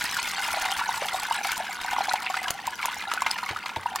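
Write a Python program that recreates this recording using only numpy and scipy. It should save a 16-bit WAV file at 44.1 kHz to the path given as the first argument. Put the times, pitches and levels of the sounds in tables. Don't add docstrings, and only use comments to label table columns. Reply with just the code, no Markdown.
import sys
import numpy as np
from scipy import signal
from scipy.fft import rfft, irfft
from scipy.io import wavfile
from scipy.ndimage import uniform_filter1d

SR = 44100
rng = np.random.default_rng(int(sys.argv[2]) if len(sys.argv) > 2 else 0)


def wav_out(sig):
    wavfile.write(sys.argv[1], SR, np.round(np.clip(np.atleast_2d(sig).T, -1, 1) * 32767).astype(np.int16))


N = 176400


def undb(db):
    return 10 ** (np.asarray(db) / 20)


def unit(x):
    return x / np.sqrt(np.mean(x ** 2))


def add(out, start_s, x):
    i = max(int(start_s * SR), 0)
    out[i:i + len(x)] += x[:max(len(out) - i, 0)]


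def colour(x, points):
    hz, db = np.array(points, float).T
    bins_hz = np.maximum(np.fft.rfftfreq(x.shape[-1], 1 / SR), 1)
    return irfft(rfft(x) * undb(np.interp(np.log(bins_hz), np.log(hz), db)), x.shape[-1])


def fade(t, t60_s):
    return np.exp(-np.log(1000) * t / t60_s)


def wander(per_s):
    hold = int(SR / per_s)
    return unit(uniform_filter1d(rng.standard_normal(N)[np.arange(N) // hold], hold))


def echoes(x, t60_s):
    t = np.arange(int(t60_s * SR)) / SR
    response = rng.standard_normal(SR * 2)[:len(t)] * fade(t, t60_s) * (t > 0.001)
    return signal.fftconvolve(x, response / np.sqrt(np.sum(response ** 2)))[:N]


# freq_hz, gain_db
ROOM_TONE_COLOUR = [(28, -78), (77, -2), (110, -19), (200, -1.5), (270, -7), (1500, -14.5), (15000, -30.5)]
def room_tone(level_db=-51.5):
    mid, side = undb(level_db) * unit(colour(rng.standard_normal((2, N)), ROOM_TONE_COLOUR))
    return mid, 0.5 * side


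def kitchen_echo(x, gain_db=-12, damping_hz=4020):
    damping = signal.butter(1, damping_hz, fs=SR, output="sos")
    return undb(gain_db) * signal.sosfilt(damping, echoes(x, t60_s=0.39))


# freq_hz, gain_db
SIDE_COLOUR = [(650, -21), (1100, -60.5), (2900, -36), (4500, -9.5)]
def stereo_side(mid, left_bias=0.17):
    place = unit(uniform_filter1d(uniform_filter1d(rng.standard_normal(N), size=40), size=40))
    return colour(mid, SIDE_COLOUR) * (left_bias + place)


# start_s, level_db
VESSEL_BUMPS = [(3.504, -36), (3.766, -34)]
# pitch_hz, level_db, t60_s
VESSEL_MODES = [(88, 1, 0.15), (117, 1.5, 0.11)]
def bumps(scuff_db=2, scuff_hz=810, swell_s=0.0058):
    out, t = np.zeros(N), np.arange(SR // 3) / SR
    band = signal.butter(2, [scuff_hz / 3, scuff_hz], "bandpass", fs=SR, output="sos")
    for start_s, level_db in VESSEL_BUMPS:
        ring = sum(undb(db) * fade(t, t60_s) * np.sin(2 * np.pi * (hz * t + rng.random()))
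                   for hz, db, t60_s in VESSEL_MODES)
        ring *= 1 - np.exp(-t / swell_s)
        scuff = unit(signal.sosfilt(band, rng.standard_normal(len(t)))) * fade(t, t60_s=0.11)
        add(out, start_s, undb(level_db) * (ring + undb(scuff_db) * scuff))
    return out


# pitch_hz, level_db, t60_s
BOWL_AIR_MODES = [(773.5, 4.5, 0.084), (945, 3, 0.02), (1440, 6.5, 0.084), (2086, 4, 0.045)]
def bowl(x, ring_db=-2, wall_db=-8.5, detune=0.032, slosh_per_s=14):
    ring = 0
    for hz, db, t60_s in BOWL_AIR_MODES:
        pitch_hz = hz * (1 + detune * wander(slosh_per_s))
        carrier = np.exp(2j * np.pi * np.cumsum(pitch_hz) / SR)
        pole = fade(1 / SR, t60_s)
        ring += 2 * undb(db) * np.real(carrier * signal.lfilter([1 - pole], [1, -pole], x / carrier))
    places = np.array([wander(slosh_per_s) for _ in range(5)])
    walls = sum(echoes(x * share, t60_s=0.047) for share in places / np.linalg.norm(places, axis=0))
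    return x + undb(ring_db) * ring + undb(wall_db) * walls


# start_s, level_db
FILM_SNAPS = [(0.655, -35), (1.2334, -30), (1.4693, -33), (1.5183, -23), (1.5781, -26.5), (2.135, -26),
              (2.5061, -21), (2.6694, -27.5), (2.857, -20.5), (3.1378, -25), (3.2202, -28), (3.313, -26.5),
              (3.9588, -25)]
# freq_hz, gain_db
FILM_COLOUR = [(200, -4.5), (8000, -0.5), (16000, -9)]
def snaps(gain_db=8.5, crackle_db=-17, stretch_s=0.0026, tick_s=0.0013, spray_s=0.0015):
    out, t = np.zeros(N), np.arange(-(SR // 100), SR // 20) / SR
    tick = (t >= 0) * np.exp(-abs(t) / tick_s)
    crackle = undb(crackle_db) * np.exp(-abs(t) / np.where(t < 0, stretch_s, spray_s))
    for start_s, level_db in FILM_SNAPS:
        burst = (tick + crackle) * rng.standard_normal(len(t))
        add(out, start_s + t[0], undb(level_db + gain_db) * burst)
    return colour(out, FILM_COLOUR)


# start_s, level_db
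PULP_SMACKS = [(0.43, -24.5), (0.656, -19), (0.792, -20.5), (1.229, -36), (1.445, -22), (2.156, -24),
               (2.368, -20), (2.48, -19.5), (2.827, -25), (3.114, -25), (3.263, -17), (3.384, -24),
               (3.489, -23), (3.658, -22.5), (3.691, -28), (3.759, -25.5)]
# freq_hz, gain_db
PULP_COLOUR = [(300, -29), (600, -3.5), (950, 8.5), (2800, 8.5), (6000, -6.5), (15000, -21.5)]
def smacks(gain_db=-3.5, rise_s=0.0016, decay_s=0.0052):
    envelope, t = np.zeros(N), np.arange(SR // 10) / SR
    shape = (1 - np.exp(-t / rise_s)) * np.exp(-t / decay_s)
    for start_s, level_db in PULP_SMACKS:
        add(envelope, start_s, undb(level_db + gain_db) * shape / shape.max())
    return envelope * unit(colour(rng.standard_normal(N), PULP_COLOUR))


def bubble(hz, cycles, rise=0.037):
    turns = np.arange(int(3 * cycles * SR / hz)) * hz / SR
    age = turns / cycles
    shape = (1 - np.exp(-turns)) * np.exp(-age ** 2)
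    glide = 1 + rise * (age - 0.5) / 2
    return shape / shape.max() * np.sin(2 * np.pi * turns * glide)


SPLASH_LEAD_S = 0.0044
def splash(hz, count=6, within_s=0.0116):
    out = np.zeros(SR // 10)
    for wait_s, octaves in zip(rng.uniform(0, within_s, count), rng.uniform(-0.83, 1, count)):
        add(out, wait_s, bubble(hz * 2 ** octaves, cycles=1.64))
    return out


# start_s, level_db, pitch_hz
PULP_SQUELCHES = [(0.724, -23, 3110), (1.0854, -24, 3270), (2.0946, -21, 4000), (2.2648, -21.5, 2620),
                  (3.3114, -19.5, 4970)]
def squelches(bubble_db=4.5, splash_db=-2.5):
    out = np.zeros(N)
    for start_s, level_db, pitch_hz in PULP_SQUELCHES:
        add(out, start_s, undb(level_db + bubble_db) * bubble(pitch_hz, cycles=8.5))
        add(out, start_s - SPLASH_LEAD_S, undb(level_db + splash_db) * splash(pitch_hz))
    return out


# start_s, level_db, pitch_hz
DROP_PLOPS = [(0.168, -15.5, 1460), (0.193, -26.5, 960), (0.541, -21.5, 720), (0.572, -20, 700),
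              (0.649, -28, 870), (0.813, -19.5, 930), (0.891, -15, 930), (1.022, -19, 580),
              (1.052, -23, 790), (1.145, -18, 735), (1.311, -14, 904), (1.604, -22, 690),
              (1.932, -19.5, 820), (1.965, -16.5, 1070), (1.985, -14.5, 846), (2.008, -16, 750),
              (2.085, -17, 814), (2.113, -16.5, 1400), (2.139, -12, 820), (2.301, -21, 740),
              (2.342, -14, 1290), (2.48, -21, 1360), (2.507, -28.5, 710), (2.677, -18, 904),
              (2.852, -19.5, 1080), (2.884, -20.5, 940), (3.116, -14.5, 1254), (3.176, -17, 1430),
              (3.221, -13, 1040), (3.264, -17, 970), (3.431, -20, 975), (3.563, -19, 1270),
              (3.764, -21, 893), (3.86, -15, 930), (3.959, -17, 1100)]
def plops(bubble_db=-2.5, splash_db=-16.5):
    out = np.zeros(N)
    for start_s, level_db, pitch_hz in DROP_PLOPS:
        add(out, start_s - 1 / pitch_hz, undb(level_db + bubble_db) * bubble(pitch_hz, cycles=4.18))
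        add(out, start_s - SPLASH_LEAD_S, undb(level_db + splash_db) * splash(hz=1990))
    return out


def arrivals(count, thinning_per_s=0.3):
    share_in_scene = 1 - np.exp(-thinning_per_s * N / SR)
    return -np.log(1 - rng.random(count) * share_in_scene) / thinning_per_s


def swarm(count, low_hz, high_hz, cycles, spread_db, rise):
    out = np.zeros(N)
    draws = zip(arrivals(count), rng.random((count, 3)), rng.standard_normal(count))
    for start_s, (smallness, length, glide), strength in draws:
        pitch_hz = low_hz * (high_hz / low_hz) ** smallness
        ring = bubble(pitch_hz, cycles * (0.5 + length), rise * 2 * glide)
        add(out, start_s, undb(spread_db * min(strength, 2)) * ring)
    return out


def patter(count, spread_db, burst_s, squirt_db=3.5, squirts_per_s=35):
    impacts = np.zeros(N)
    landings = (arrivals(count) * SR).astype(int)
    strengths = undb(spread_db * np.minimum(rng.standard_normal(count), 2.5))
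    np.add.at(impacts, landings, strengths ** 2)
    impacts *= undb(squirt_db * wander(squirts_per_s)) ** 2
    pole = np.exp(-2 / (burst_s * SR))
    energy = signal.lfilter([1], [1, -pole], uniform_filter1d(impacts, size=64))
    return np.sqrt(abs(energy)) * rng.standard_normal(N)


# time_s, level_db
STREAM_LEVEL = [(0, -29.5), (0.36, -32), (0.56, -30.5), (0.96, -32.5), (1.28, -32.5), (1.5, -30.5),
                (1.62, -35.5), (1.79, -36.5), (1.89, -31.5), (2.21, -36), (2.45, -34), (2.54, -40.5),
                (2.77, -38), (2.85, -34), (2.97, -34.5), (3.13, -37), (3.48, -35), (3.6, -39.5),
                (3.83, -42.5), (3.93, -36.5)]
def flow(x, offset_db):
    time_s, level_db = np.array(STREAM_LEVEL).T
    slow_rms = np.sqrt(uniform_filter1d(uniform_filter1d(x ** 2, size=4000), size=4000) + 1e-12)
    return x / slow_rms * undb(offset_db + np.interp(np.arange(N) / SR, time_s, level_db))


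# freq_hz, gain_db
MESH_COLOUR = [(1000, -6), (5000, 9), (12000, 2.5), (16000, -4)]
def pour(pooled_s=0.39, clogging_db_per_s=-2):
    t = np.arange(N) / SR
    gurgle = swarm(count=480, low_hz=732, high_hz=1557, cycles=5.34, spread_db=4.5, rise=0.037)
    squish = swarm(count=2000, low_hz=1404, high_hz=4714, cycles=7.4, spread_db=8.5, rise=0.0055)
    foam = swarm(count=1100, low_hz=4450, high_hz=10660, cycles=22, spread_db=12, rise=0.012)
    splatter = colour(patter(count=1800, spread_db=6.5, burst_s=0.0033), PULP_COLOUR)
    fizz = colour(patter(count=3600, spread_db=12, burst_s=0.0011), MESH_COLOUR)
    pooling_db = -13.5 * np.maximum(1 - (t / pooled_s) ** 2, 0)
    clogging_db = clogging_db_per_s * t
    return (flow(gurgle, pooling_db - 6.5) + flow(squish, -5) + flow(splatter, -5)
            + flow(foam, clogging_db - 11.5) + flow(fizz, clogging_db - 7))


# freq_hz, gain_db
JUICE_COLOUR = [(250, 9.5), (540, -2), (720, -0.5)]
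def juice():
    return colour(plops() + squelches() + smacks() + pour(), JUICE_COLOUR) + snaps()


def scene():
    close = bowl(juice())
    mid = close + kitchen_echo(close) + bumps()
    side = stereo_side(mid)
    room_mid, room_side = room_tone()
    mid, side = mid + room_mid, side + room_side
    return np.array([mid + side, mid - side])


def record(dry, top_hz=16100):
    return signal.sosfilt(signal.ellip(8, 0.2, 70, top_hz, fs=SR, output="sos"), dry)


dry = scene()
out = record(dry)
wav_out(out)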